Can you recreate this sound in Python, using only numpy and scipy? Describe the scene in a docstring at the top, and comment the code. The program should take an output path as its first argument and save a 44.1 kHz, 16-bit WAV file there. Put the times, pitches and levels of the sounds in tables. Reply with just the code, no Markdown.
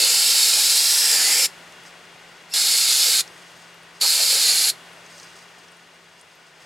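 """A loud hiss comes three times, one long and two short: brake cleaner sprayed from a can, outdoors.
The jet rushes out of the nozzle and its drops drum on a steel brake rotor in a car's wheel well.
As the hand moves, the ringing pitches in the hiss (resonances) and its short echoes slide together.
In the pauses the wet metal fizzes, a sleeve rustles, small parts tick and a distant motor hums."""
import sys
import numpy as np
from scipy import signal
from scipy.fft import rfft, irfft, next_fast_len
from scipy.io import wavfile

SR = 44100
rng = np.random.default_rng(int(sys.argv[2]) if len(sys.argv) > 2 else 0)


def generate_wav(sig):
    """Save sig (samples, or channels by samples) to the path in sys.argv[1] as 16-bit PCM at SR."""
    pcm = np.round(np.clip(np.atleast_2d(sig).T, -1, 1) * 32767).astype(np.int16)
    wavfile.write(sys.argv[1], SR, pcm)


N = 293645

# Each press of the button. 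The can spits before it opens, and the jet can start short of full pressure.
# open_s, close_s, spit_db, spit_s, jet_db, shortfall_db, edge_tone_db, low_resonance_hz
PRESSES = [(-0.1, 1.4586, -28, .01, -16.5, 0, -25, 4040),
           (2.535, 3.208, -23.5, 0.044, -17, -3, -18.5, 3978),
           (4.009, 4.701, -20, 0.01, -17.5, -1.1, -14.5, 4220)]
# how the hand's aim changes the sound: time_s, main_resonance_hz, upper_resonance_hz, splash_db
AIM = [(0, 4580, 7240, -40.5), (0.27, 4764, 7646, -44.5), (0.55, 4833, 7322, -45.5),
       (0.75, 4953, 7580, -46.5), (1.0, 5163, 8100, -44.5), (1.12, 5069, 7640, -39.5),
       (1.25, 4773, 6920, -41), (1.38, 5136, 7730, -39.0), (1.45, 5222, 7333, -42),
       (2.56, 4760, 7340, -45.5), (2.66, 4705, 7380, -46), (2.8, 4713, 7275, -45.5),
       (2.94, 4760, 7030, -49.5), (3.09, 4800, 7600, -45), (3.19, 4593, 7085, -45.5),
       (4.04, 4650, 7172, -44), (4.19, 4700, 7357, -45.5), (4.33, 4620, 7440, -45.5),
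       (4.5, 4690, 6896, -44.5), (4.68, 4560, 7130, -46.5)]
# tone colour of the swirling gas: pitch_hz, level_db
JET_COLOUR = [(500, -21), (1000, -19.5), (1500, -11.5), (2400, -9.5), (3100, -4.5), (3900, -3), (4700, -3),
              (5300, -2), (6000, -2), (7200, 0), (8200, 0), (9300, -3.5), (10800, -2), (13000, -11.5),
              (16000, -21)]
# the note of the hollow between hand, can and rotor: time_s, pitch_hz
GAP_PITCH = [(.3, 2758), (1.06, 1840), (1.27, 1916), (1.41, 2285), (2.55, 2352), (4.7, 2380)]
# tone colour of liquid drumming on the rotor and hub: pitch_hz, level_db
SPLASH_COLOUR = [(30, -36), (120, -31), (250, -2.5), (400, -1.5), (700, 0), (1000, 5.5), (1400, -7),
                 (2000, 7.5), (2500, -29), (3200, -19), (6000, -20.5)]
# hollows in the hub and brake that the jet sets ringing: pitch_hz, width_hz, level_db
BRAKE_HOLLOWS = [(470.5, 18, -6.5), (694.6, 7.4, -12), (858, 27, -20), (1380, 210, 0.5), (2394, 31, -1),
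                 (2753, 60, -.5), (3500, 15, 3), (4210, 35, -3)]
# the jet sweeps over a hole: middle_s, half_length_s, pitch_hz, level_db
GURGLES = [(0.023, 0.022, 497, -38.5), (0.577, 0.01, 750, -37), (3.078, 0.017, 500, -46),
           (4.049, 0.014, 1108, -31.5), (4.039, 0.017, 553, -42.5), (4.212, 0.029, 614, -38),
           (4.358, 0.025, 500, -40), (4.505, 0.018, 690, -45)]
# the sleeve rubs on knee and can: middle_s, half_length_s, level_db
RUBS = [(1.865, .03, -56.5), (2.397, 0.036, -73), (3.42, 0.072, -60), (3.62, .05, -63), (3.974, .03, -62),
        (5.191, .075, -53), (5.37, 0.037, -55.5), (5.6, 0.042, -67), (6.195, 0.016, -64),
        (6.65, 0.055, -69)]
# tone colour of rubbed cloth: pitch_hz, level_db
CLOTH_COLOUR = [(2000, -22), (3500, -14), (5000, -0.5), (7000, -0.5), (9000, -2.5), (11000, -13.5),
                (13000, -17), (16000, -21)]
# the can rings faintly under the cloth: pitch_hz, width_hz, level_db
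CAN_RINGS = [(4900, 513, 0), (6400, 380, -4.5), (8240, 750, -7)]
# touches on the can and small parts: start_s, level_db, pitch_hz
TICKS = [(1.723, -39, 6500), (1.836, -43, 9000), (3.277, -32, 4900), (3.576, -48, 12500),
         (3.742, -50, 12500), (3.832, -45, 9500), (4.932, -46, 9500), (5.062, -41, 6000),
         (5.181, -37, 6574), (5.199, -30.5, 5140), (5.231, -33, 5400), (5.271, -36, 5100),
         (5.684, -39, 5030), (5.719, -43, 9500), (5.770, -45, 9350), (6.212, -37, 8650),
         (6.354, -49, 13500)]
# tone colour of the outdoor background: pitch_hz, level_db
AIR_COLOUR = [(25, -18), (55, -23), (85, -14), (100, -12.5), (135, -7.5), (200, -12), (310, -10.5),
              (400, -8.5), (640, -5), (1300, -6), (1950, -5), (3200, -10), (4200, -12.5), (8600, -21.5),
              (16000, -37)]
# its level over time: it eases down, drops near 5.9 s and comes back up at 6.6 s: time_s, level_db
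AIR_LEVEL = [(0, -47), (4.0, -50), (5.3, -49), (5.9, -52), (6.55, -52.5), (6.62, -50)]
# the wheel well rings with that background: pitch_hz, width_hz, level_db
WELL_RINGS = [(390, 91, -1), (684, 370, -2.5), (1470, 19, -1), (1890, 130, 0), (2813, 82, 1),
              (3350, 53, -3)]
# the distant motor: time_s, pitch_hz, level_db
MOTOR_HUM = [(0, 170.4, -58), (3.9, 170.5, -59), (5.0, 171, -58.3), (5.95, 171, -63), (6.35, 168, -68),
             (6.66, 160, -62)]
# stereo width (scattered against direct sound), near and far: pitch_hz, scattered_db
NEAR_WIDTH = [(100, -38), (350, -36), (900, -35), (1700, -66.5), (3400, -15), (4600, -19), (6000, -35),
              (8500, -18), (11000, -22), (13000, -25)]
AIR_WIDTH = [(30, -17), (70, -26), (160, -30), (350, -19), (600, -12), (1100, -13), (4000, -9), (8000, -13),
             (10500, -30)]
# how much louder the left side is, near and far: pitch_hz, left_over_right_db
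NEAR_BALANCE = [(1200, -0.5), (2400, -0.7), (4000, -1), (5600, -0.5), (7200, 0.5), (8200, -0.2),
                (10700, -0.5), (12500, 0)]
AIR_BALANCE = [(200, 0.5), (600, 1.5), (1400, 2.5), (3200, 1.5), (4500, 1.4), (7500, 2.5), (10000, -1)]

# the aim at the usual distance from the rotor
USUAL_MAIN_HZ, USUAL_UPPER_HZ, USUAL_SPLASH_DB = 4700, 7350, -43
CLOSE_GAIN = .9   # near the metal, bounce and upper resonance gain this many dB per dB of splash


def spray():
    """Gas and drops leave the can while the valve is open, and their sound bounces off the rotor."""
    main_hz, upper_hz, splash_db = in_time(AIM)
    upper_hz = upper_hz + 45 * drift(14)   # the hand trembles
    closer_db = splash_db - USUAL_SPLASH_DB
    sound = jet(main_hz, upper_hz, closer_db) + splash(splash_db) + gurgles()
    sound *= valve(opening_s=.004, closing_s=.0056, dribble_db=-16, dribble_s=.021)
    sound = signal.sosfilt(signal.butter(2, 135, "high", fs=SR, output="sos"), sound)
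    round_trip_s = 3.026 / upper_hz   # about three cycles of the upper resonance
    returning = np.clip(.19 * from_db(CLOSE_GAIN * closer_db), 0, .5)
    return bounce(sound, round_trip_s, returning)


def jet(main_hz, upper_hz, closer_db):
    """Gas roars through the nozzle, rings in the spaces ahead of it and sings on edges."""
    jet_db, edge_db, low_hz = finger(settle_s=.2)
    rush = rng.standard_normal(N) + from_db(-11.5) * grains(per_s=5000, spread_db=5)
    hiss = slide(colour(rush, JET_COLOUR), ratio=(upper_hz / USUAL_UPPER_HZ) ** .55)
    # three resonances between nozzle, hand and rotor; the low one fades as the splash grows louder
    low_db = -10.5 - .0009 * (main_hz - USUAL_MAIN_HZ) - .6 * closer_db + 2.42 * drift(7.4)
    low = from_db(low_db) * band_noise(low_hz, width_hz=670)
    main = from_db(-7.5) * band_noise(main_hz, width_hz=1060)
    upper_db = -19 + CLOSE_GAIN * closer_db + 1.8 * drift(11)
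    upper = from_db(upper_db) * band_noise(upper_hz - 60, width_hz=650)
    gap = from_db(-22 + 1.2 * closer_db) * band_noise(in_time(GAP_PITCH)[0], width_hz=350)
    edge_tone = from_db(edge_db + 1.8 * drift(11)) * band_noise(1.55 * upper_hz, width_hz=1300)
    loudness = from_db(jet_db + .28 + .56 * drift(60))
    return loudness * (from_db(-3) * hiss + low + main + upper + gap + edge_tone)


def finger(settle_s):
    """Each press has its own grip and settles to its own pressure; gives jet_db, edge_db, low_hz."""
    t = np.arange(N) / SR
    grip = np.zeros((3, N))
    for open_s, _, _, spit_s, full_db, shortfall_db, edge_db, low_hz in PRESSES:
        jet_db = full_db + shortfall_db * np.exp(-np.maximum(t - open_s, 0) / settle_s)
        grip = np.where(t > open_s - spit_s, np.broadcast_arrays(jet_db, edge_db, low_hz), grip)
    return grip


def valve(opening_s, closing_s, dribble_db, dribble_s):
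    """The flow, from 0 to 1: the valve spits, snaps open and shuts, then the nozzle empties."""
    t, flow = np.arange(N) / SR, np.zeros(N)
    for open_s, close_s, spit_db, spit_s, *_ in PRESSES:
        spit = from_db(spit_db) * np.clip((t - open_s) / spit_s + 1, 0, 1) ** .5
        opening = np.clip((t - open_s) / opening_s, 0, 1)
        released_s = np.maximum(t - close_s, 0)
        closing = np.exp(-released_s / closing_s)
        dribble = from_db(dribble_db) * np.exp(-released_s / dribble_s)
        flow += np.maximum(opening, spit) * np.maximum(closing, dribble)
    return flow


def splash(level_db):
    """Thousands of drops drum on the rotor, and the hollows of the brake ring."""
    drops = colour(grains(per_s=4000, spread_db=.5), SPLASH_COLOUR)
    loudness = from_db(level_db + drift(50))
    return loudness * (from_db(2) * drops + from_db(-2.5) * ringing_noise(BRAKE_HOLLOWS))


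def gurgles():
    """Blowing across a hole gives a short, hollow puff."""
    return sum(from_db(db - 1.5) * swell(middle_s, half_s) * band_noise(hz, width_hz=.37 * hz)
               for middle_s, half_s, hz, db in GURGLES)


def squeak(middle_s, half_s, pitch_hz, glide_hz_per_s):
    """Gas whistles once through the half-open valve, gliding upward."""
    hz = pitch_hz + glide_hz_per_s * np.clip(np.arange(N) / SR - middle_s, -2 * half_s, 2 * half_s)
    whistle = from_db(-10) * band_noise(hz, width_hz=130) + band_noise(2 * hz, width_hz=450)
    return from_db(-34.5) * swell(middle_s, half_s) * whistle


def bounce(x, delay_s, strength):
    """Sound goes to and fro between rotor and hand, boosting some pitches and thinning others."""
    first = strength * delayed(x, delay_s)
    second = strength * delayed(first, delay_s)
    return (x + first + second) / np.sqrt(1 + strength ** 2 + strength ** 4)


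def nearby_echoes(x, echo_db, sway, count):
    """Arm, brake and wheel arch throw the hiss back; the echoes lag more as the upper resonance falls."""
    stretch = USUAL_UPPER_HZ / in_time(AIM)[1]
    delays_s = np.geomspace(.0013, .006, count) * rng.uniform(.85, 1.15, count)
    echoes = sum(delayed(x, delay_s * (stretch + sway * drift(5))) for delay_s in delays_s)
    return x + from_db(echo_db) * echoes


def fizz():
    """After each spray, tiny bubbles burst as the cleaner boils off the wet metal."""
    bubbles = colour(grains(per_s=8200, spread_db=6), JET_COLOUR)
    return from_db(-57) * after_release(fade_s=.29) * bubbles


def sleeve():
    """Cloth fibres catch and slip on the can, with a faint rustle left between rubs."""
    rubbing = from_db(-67) + sum(from_db(db - 2) * swell(s, half_s) for s, half_s, db in RUBS)
    slips = rng.standard_normal(N) + from_db(7) * grains(per_s=900, spread_db=5)
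    fibres = from_db(-2) * colour(slips, CLOTH_COLOUR)
    return rubbing * from_db(2.2 * drift(66)) * (fibres + from_db(-1) * ringing_noise(CAN_RINGS))


def ticks(fade_s, width_hz):
    """Each touch makes a brief, bright crack around its own pitch."""
    out, t = np.zeros(N + SR), np.arange(SR // 16) / SR
    for start_s, level_db, hz in TICKS:
        crack = rng.standard_normal(len(t)) * np.exp(-t / fade_s)
        crack = resonate(resonate(crack, hz, width_hz), hz, width_hz)
        at = round(start_s * SR)
        out[at:at + len(t)] += from_db(level_db - 1) * crack / np.abs(crack).max()
    return out[:N]


def wheel_well(x, echo_s, echo_db):
    """Many quick echoes off the wheel arch and the ground, dying by 60 dB in echo_s."""
    t = np.arange(SR // 4) / SR
    walls = rng.standard_normal(len(t)) * from_db(-60 * t / echo_s) * (t > .001)
    return x + from_db(echo_db) * signal.fftconvolve(x, walls / np.linalg.norm(walls))[:N]


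def outdoors():
    """Far traffic and leaves, heard in the hollow wheel well; a little louder just after each spray."""
    level_db = in_time(AIR_LEVEL)[0] + 3 * after_release(fade_s=.79)
    air = colour(rng.standard_normal(N), AIR_COLOUR)
    hollow = from_db(-6.5) * unit_level(ringing_noise(WELL_RINGS))
    return from_db(level_db) * (air + hollow)


def motor():
    """A distant motor hums on one slightly unsteady note."""
    hz, level_db = in_time(MOTOR_HUM)
    loudness = from_db(level_db - 2 + .58 * drift(16))
    phase = 2 * np.pi * np.cumsum(hz + drift(14)) / SR
    return loudness * unit_level(np.sin(phase))


def two_ears(x, width, balance, echo_s):
    """Direct sound favours one side, pitch by pitch; scattered sound makes the two sides differ."""
    t = np.arange(SR // 5) / SR
    scatter = rng.standard_normal(len(t)) * from_db(-60 * t / echo_s)
    size = next_fast_len(N + len(t))
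    bins_hz = np.maximum(np.arange(size // 2 + 1) * SR / size, 1)
    scattered = from_db(db_at(bins_hz, width)) * rfft(scatter, size) / np.linalg.norm(scatter)
    ear = np.array([[1], [-1]])   # left, right
    direct = from_db(ear * db_at(bins_hz, balance) / 2)
    return irfft(rfft(x, size) * (direct + ear * scattered), size)[:, :N]


def from_db(db):
    """Turn decibels into a number to multiply by."""
    return 10 ** (np.asarray(db) / 20)


def unit_level(x):
    """Scale a sound to an average (rms) level of 1."""
    return x / np.sqrt(np.mean(x ** 2) + 1e-20)


def in_time(rows):
    """Join a table's timed points with lines, giving one curve per column."""
    times_s, *columns = np.transpose(rows)
    return [np.interp(np.arange(N) / SR, times_s, column) for column in columns]


def db_at(hz, rows):
    """Look up levels in a table of pitch_hz, level_db."""
    pitch_hz, level_db = np.transpose(rows)
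    return np.interp(np.log(hz), np.log(pitch_hz), level_db)


def colour(x, spectrum):
    """Give plain noise a tone colour, at level 1."""
    size = next_fast_len(N)
    bins_hz = np.maximum(np.arange(size // 2 + 1) * SR / size, 1)
    bass_cut = np.minimum(bins_hz / spectrum[0][0], 1) ** 2
    gain = from_db(db_at(bins_hz, spectrum)) * bass_cut
    return unit_level(irfft(rfft(x, size) * gain, size)[..., :N])


def drift(turns_per_s):
    """A random wander, typically about 1 away from zero."""
    points = rng.standard_normal(8192)
    return np.interp(np.arange(N) / SR * turns_per_s, np.arange(len(points)), points) * np.sqrt(3 / 2)


def swell(middle_s, half_s):
    """A smooth rise to 1 and back down."""
    return np.exp(-((np.arange(N) / SR - middle_s) / half_s) ** 2 / 2)


def after_release(fade_s):
    """Jump up by 1 as each press ends, then die away."""
    t = np.arange(N) / SR
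    return sum((t > close_s) * np.exp(-np.abs(t - close_s) / fade_s) for _, close_s, *_ in PRESSES)


def grains(per_s, spread_db):
    """Tiny random hits of uneven size, at level 1."""
    sizes = from_db(spread_db * np.clip(rng.standard_normal(N), -2, 2)) * rng.choice([-1, 1], N)
    return unit_level(sizes * (rng.random(N) < per_s / SR))


def band_noise(hz, width_hz):
    """Noise close to one pitch, which may move; level 1."""
    slow = signal.sosfilt(signal.butter(2, width_hz / 2, fs=SR, output="sos"), rng.standard_normal((2, N)))
    phase = 2 * np.pi * np.cumsum(hz * np.ones(N)) / SR
    return unit_level(slow[0] * np.cos(phase) - slow[1] * np.sin(phase))


def resonate(x, hz, width_hz):
    """Let one pitch ring through and weaken the rest."""
    r = np.exp(-np.pi * width_hz / SR)
    feedback = [1, -2 * r * np.cos(2 * np.pi * hz / SR), r * r]
    return signal.lfilter(np.array([1, 0, -1]) * (1 - r * r) / 2, feedback, x + 1e-18)


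def ringing_noise(rings):
    """Noise keeps several resonances ringing."""
    return sum(from_db(db) * unit_level(resonate(rng.standard_normal(N), hz, width_hz))
               for hz, width_hz, db in rings)


def delayed(x, delay_s):
    """Play a sound late, by a delay that may change."""
    fine = signal.resample_poly(x, up=4, down=1)
    return np.interp((np.arange(N) - delay_s * SR) * 4, np.arange(len(fine)), fine, left=0)


def slide(x, ratio):
    """Multiply every pitch in a noise by a ratio that may change."""
    return delayed(x, np.cumsum(1 - ratio) / SR)


def scene():
    """The can and hands are near the middle, the outdoor background a little to the left."""
    can = spray() + squeak(middle_s=2.528, half_s=.009, pitch_hz=2700, glide_hz_per_s=10000)
    can = nearby_echoes(can, echo_db=-15.5, sway=.025, count=4)
    can = wheel_well(can, echo_s=.09, echo_db=-16)
    small_sounds = sleeve() + fizz() + ticks(fade_s=.0026, width_hz=2400)
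    small_sounds = wheel_well(small_sounds, echo_s=.07, echo_db=-13)
    near = two_ears(can + small_sounds, NEAR_WIDTH, NEAR_BALANCE, echo_s=.06)
    around = two_ears(outdoors(), AIR_WIDTH, AIR_BALANCE, echo_s=.2)
    return near + around + motor()


def record(dry):
    """Steeply cut the very highest treble."""
    cutoff_hz = 15900
    return signal.sosfilt(signal.ellip(12, .1, 80, cutoff_hz, fs=SR, output="sos"), dry)


dry = scene()
out = record(dry)
generate_wav(out)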